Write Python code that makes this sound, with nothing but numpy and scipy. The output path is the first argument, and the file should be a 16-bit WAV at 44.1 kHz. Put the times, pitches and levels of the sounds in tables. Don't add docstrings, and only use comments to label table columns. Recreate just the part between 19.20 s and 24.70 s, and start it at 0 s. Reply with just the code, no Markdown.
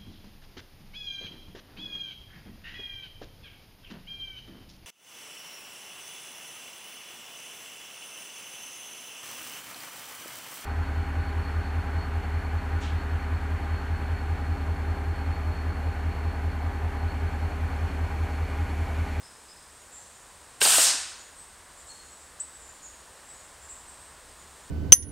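import sys
import numpy as np
from scipy import signal
from scipy.fft import rfft, irfft, next_fast_len
from scipy.io import wavfile
from scipy.ndimage import map_coordinates

SR = 44100
rng = np.random.default_rng(int(sys.argv[2]) if len(sys.argv) > 2 else 0)


def unload_audio(sound):
    columns = np.transpose(np.atleast_2d(sound))
    steps = np.round(np.clip(columns, -1, 1) * 32767)
    wavfile.write(sys.argv[1], SR, steps.astype(np.int16))


N = 242550
TIME = np.arange(N) / SR

# (t/s, crack level/dB, knock level/dB, knock f/Hz, knock t60/s)
BLOW_HITS = [(1.4154, -16, -24.5, 432, .045), (1.4526, -9.5, -19.5, 760, .089),
             (1.458, -19, -22, 1410, 0.071), (1.476, -20, -22.5, 750, 0.031), (1.531, -40, -27, 1580, .34),
             (1.5837, -14.5, -19.5, 636, .065), (1.742, -50, -47, 296, 0.078)]


def amp(db):
    return 10 ** (np.asarray(db) / 20)


def unit(x):
    return x / np.sqrt(np.mean(x ** 2) + 1e-20)


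def along(points, hz):
    f, v = np.transpose(points)
    return np.interp(np.log(hz + 1), np.log(f), v)


def wobble(rate):
    knots = rng.standard_normal(int(N * rate / SR) + 4)
    return map_coordinates(knots, [TIME * rate])


def filtered(x, response):
    size = next_fast_len(N + SR // 2)
    gain = response(np.fft.rfftfreq(size, 1 / SR))
    return irfft(rfft(x, size) * gain, size)[..., :N]


def coloured(x, colour):
    return unit(filtered(x, lambda hz: amp(along(colour, hz))))


def noise(colour):
    return coloured(rng.standard_normal(N), colour)


def fade(t, t60):
    return np.exp(-np.log(1000) * t / np.maximum(t60, 1e-3))


def burst(t, colour, t60):
    decay = fade(t, t60)
    decaying_noise = unit(decay * noise(colour)[:len(t)])
    return decaying_noise * np.sqrt(np.mean(decay ** 2))


def envelope(start, attack, hold, fall_db_per_s, power=1, sag_db_per_s=0):
    t = np.maximum(TIME - start, 0)
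    rise = np.clip(t / attack, 1e-9, 1) ** power
    sag_db = sag_db_per_s * np.maximum(t - attack, 0)
    fall_db = fall_db_per_s * np.maximum(t - attack - hold, 0)
    return rise * amp(-sag_db - fall_db)


def woods(x, build, stretch):
    # (f/Hz, t60/s)
    wood_decay = [(100, 0.79), (500, 0.59), (1500, 0.98), (4500, 0.77), (8000, 0.67), (11000, 0.57),
                  (15000, 0.11)]
    hz, t, z = signal.stft(rng.standard_normal(SR), SR, nperseg=256)
    decay = fade(t, stretch * along(wood_decay, hz)[:, None])
    build_up = 1 - np.exp(-t / build)
    tail = signal.istft(z * decay * build_up, SR)[1]
    tail = tail / np.linalg.norm(tail)
    return signal.fftconvolve(x, tail)[:len(x)]


def background():
    # (f/Hz, level/dB)
    rumble_colour = [(15, -33), (32, -1), (48, -6.5), (60, 0.5), (74, 2.5), (88, -6), (110, -19),
                     (250, -34.5)]
    air_colour = [(30, -25), (120, -3), (200, -6), (350, -4.5), (550, -2), (800, -2), (1050, 0.5),
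                  (1350, -3), (1800, -3), (2300, -9), (4000, -11), (9000, -26)]
    hiss_colour = [(1000, -14), (3000, -14.5), (5000, -9.5), (6200, -9.5), (7200, -5.5), (8400, -0.5),
                   (9200, -5.5), (10000, -11.5), (11500, -18), (15500, -27.5)]
    rumble_db = -64 + 0.62 * TIME + 0.34 * wobble(5.7)
    air_db = -55 + 0.29 * TIME + 0.21 * wobble(4.63)
    hiss_db = -54.5 + 0.1 * wobble(4.1)
    rumble = amp(rumble_db) * noise(rumble_colour)
    air = amp(air_db) * noise(air_colour)
    hiss = amp(hiss_db) * noise(hiss_colour)
    return rumble + air + hiss


def faint_calls(count=8):
    length_s, centre_hz, spread_hz, trill_hz, level_db = .06, 7260, 500, 180, -60.5
    found = []
    for slot, (when, pitch) in enumerate(rng.random((count, 2))):
        start_s = (slot + when) * N / SR / count
        pitch_hz = centre_hz + spread_hz * (2 * pitch - 1)
        found.append((start_s, length_s, pitch_hz, trill_hz, level_db))
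    return found


def far_birds(knots_per_s=420, scoop=0.052, scoop_s=0.00528, direct_db=-1.5, echo_db=-1):
    # (t/s, length/s, pitch f/Hz, trill scale/Hz, level/dB)
    clear_calls = [(.025, 0.057, 5120, 110, -54), (0.282, 0.048, 5080, 90, -52.5),
                   (0.712, .09, 7390, 300, -48), (0.792, 0.068, 6400, 300, -60),
                   (0.922, 0.076, 7020, 130, -57), (1.986, .04, 6970, 160, -50),
                   (2.161, 0.07, 8210, 281, -48.5), (2.56, 0.078, 7540, 400, -54),
                   (2.663, .063, 7710, 820, -48), (2.686, 0.055, 4315, 70, -49.5),
                   (2.815, .09, 6850, 70, -57), (2.894, 0.074, 7760, 40, -53),
                   (3.336, 0.042, 7830, 90, -50), (3.383, .16, 7200, 110, -53.5),
                   (3.617, 0.069, 6920, 230, -46.5), (4.08, .06, 7960, 300, -47.5),
                   (4.14, .08, 6900, 150, -57.5), (4.407, 0.065, 7550, 347, -52),
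                   (4.486, .048, 7770, 390, -42.5), (4.675, 0.038, 7930, 450, -47.5),
                   (4.795, .05, 8500, 400, -51.5), (5.175, .05, 7040, 130, -56)]
    rise_hz, drop_per_trill = 169, 1.405
    out = np.zeros(N + SR)
    for start_s, length_s, pitch_hz, trill_hz, level_db in clear_calls + faint_calls():
        u = np.linspace(0, 1, max(round(length_s * SR), 2))
        t = u * length_s
        waver = map_coordinates(rng.uniform(-1.5, 1.5, 256), [t * knots_per_s], mode="mirror")
        slide_hz = rise_hz - drop_per_trill * trill_hz
        sliding_hz = pitch_hz + slide_hz * (u - .5)
        hz = sliding_hz * (1 - scoop * np.exp(-t / scoop_s)) + trill_hz * waver
        swell = np.sqrt(2 * np.abs(np.sin(np.pi * u)))
        whistle = amp(level_db) * swell * np.sin(2 * np.pi * np.cumsum(hz) / SR)
        note = np.pad(whistle, (0, SR - len(u)))
        echo = unit(woods(note, build=0.0043, stretch=1.0)) * note.std()
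        out[round(start_s * SR):][:SR] += amp(direct_db) * note + amp(echo_db) * echo
    return out[:N]


def near_bird(apart_hz=570, second_db=1.5, wall_delay_s=0.024, wall_db=-12, echo_db=-11):
    start_s, level_db = 3.196, -32
    aim_hz, scoop_hz, scoop_s, sag_hz_per_s = 8750, 4690, .0034, 13200
    t = np.maximum(TIME - start_s, 0)
    hz = aim_hz - scoop_hz * np.exp(-t / scoop_s) - sag_hz_per_s * t
    phase = 2 * np.pi * np.cumsum(hz) / SR
    second_voice = amp(second_db) * np.sin(phase - 2 * np.pi * apart_hz * t)
    voices = np.sin(phase) + second_voice
    swell = envelope(start_s, attack=0.0068, hold=.012, fall_db_per_s=1100, power=1.9)
    chip = amp(level_db) * swell * voices
    wall = amp(wall_db) * np.roll(chip, round(wall_delay_s * SR))
    return chip + wall + amp(echo_db) * woods(chip, build=.004, stretch=1.1)


def foliage(ticks_per_s=2500, spread_db=4, level_db=-20.5):
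    # (f/Hz, level/dB)
    leaf_colour = [(60, -26), (200, -21), (450, -16), (800, -8.5), (1500, -5), (2050, -6), (2700, -6.5),
                   (4400, 0.5), (5600, 2), (7000, 0.5), (9100, -0.5), (10200, -18), (13000, -29),
                   (15500, -42)]
    tearing = envelope(1.438, attack=.21, hold=.04, fall_db_per_s=219, power=1.3)
    struck = rng.random(N) < ticks_per_s / SR
    sizes = rng.choice([-1, 1], N) * amp(spread_db * rng.standard_normal(N))
    return amp(level_db) * tearing * coloured(struck * sizes, leaf_colour)


def fork_ring(level_db=-9.5, attack_s=0.00047):
    # (f/Hz, level/dB, t60/s)
    fork_modes = [(419, -10.5, 0.055), (556, -13.5, 0.056), (1590, -2, 0.033), (2290, -8, 0.045),
                  (2760, 2.5, 0.022), (2970, -1.5, 0.022), (3740, -7, 0.043), (5530, -4, 0.023)]
    out, t = np.zeros(N), np.arange(SR // 3) / SR
    ring = sum(amp(db) * fade(t, t60) * np.sin(2 * np.pi * hz * t) for hz, db, t60 in fork_modes)
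    onset = 1 - np.exp(-t / attack_s)
    out[round(BLOW_HITS[0][0] * SR):][:len(t)] += amp(level_db) * onset * ring
    return out


def blows(crack_t60_s=0.032):
    # (f/Hz, level/dB)
    crack_colour = [(100, -24), (700, 5), (1400, -17), (2000, -13), (3000, 7.5), (4500, 13), (6000, -1),
                    (8000, -8), (11000, -17), (15500, -20)]
    # (multiple of its pitch, level/dB)
    knock_colour = [(.06, -33), (.25, -15.5), (.65, -6.5), (1, 3.5), (1.3, -7), (2.2, -13.5), (4, -11.5),
                    (12, -55)]
    out, t = np.zeros(N), np.arange(SR // 3) / SR
    for start_s, crack_db, knock_db, knock_hz, knock_t60_s in BLOW_HITS:
        crack = amp(crack_db) * burst(t, crack_colour, crack_t60_s)
        pitched_colour = [(multiple * knock_hz, db) for multiple, db in knock_colour]
        knock = amp(knock_db) * burst(t, pitched_colour, knock_t60_s)
        out[round(start_s * SR):][:len(t)] += crack + knock
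    return out


def bands(level_db=-16.5, flutter_db=1.25, flutter_knots_per_s=400):
    # (f/Hz, level/dB)
    swish_colour = [(40, -37), (200, -26), (450, -21), (800, -13), (1550, -10.5), (2000, -14), (2750, -6),
                    (6000, -8), (7100, -2.5), (7900, -0.5), (8700, 3), (9400, -4), (10300, -9.5),
                    (12500, -12), (15500, -21)]
    swing = envelope(1.402, attack=.027, hold=.21, fall_db_per_s=238, power=1.25, sag_db_per_s=10)
    flutter = amp(level_db + flutter_db * wobble(flutter_knots_per_s))
    return swing * flutter * noise(swish_colour)


def scene():
    shot = bands() + blows() + fork_ring() + foliage()
    echo = unit(woods(shot, build=0.017, stretch=0.95)) * shot.std()
    yard = shot + amp(-9) * echo + near_bird() + far_birds() + background()
    return np.array([yard, yard])


def record(dry, ceiling_db=-17.5, window_s=0.0019, top=0.37, hardness=3.1, top_hz=15800):
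    keep = np.exp(-1 / (window_s * SR))
    power = signal.lfilter([1 - keep], [1, -keep], dry ** 2)
    over = np.sqrt(np.abs(power)) / amp(ceiling_db)
    held = dry / np.maximum(over, 1)
    clipped = held / (1 + np.abs(held / top) ** hardness) ** (1 / hardness)
    return filtered(clipped, lambda hz: 1 / (1 + (hz / top_hz) ** 400))


dry = scene()
out = record(dry)
unload_audio(out)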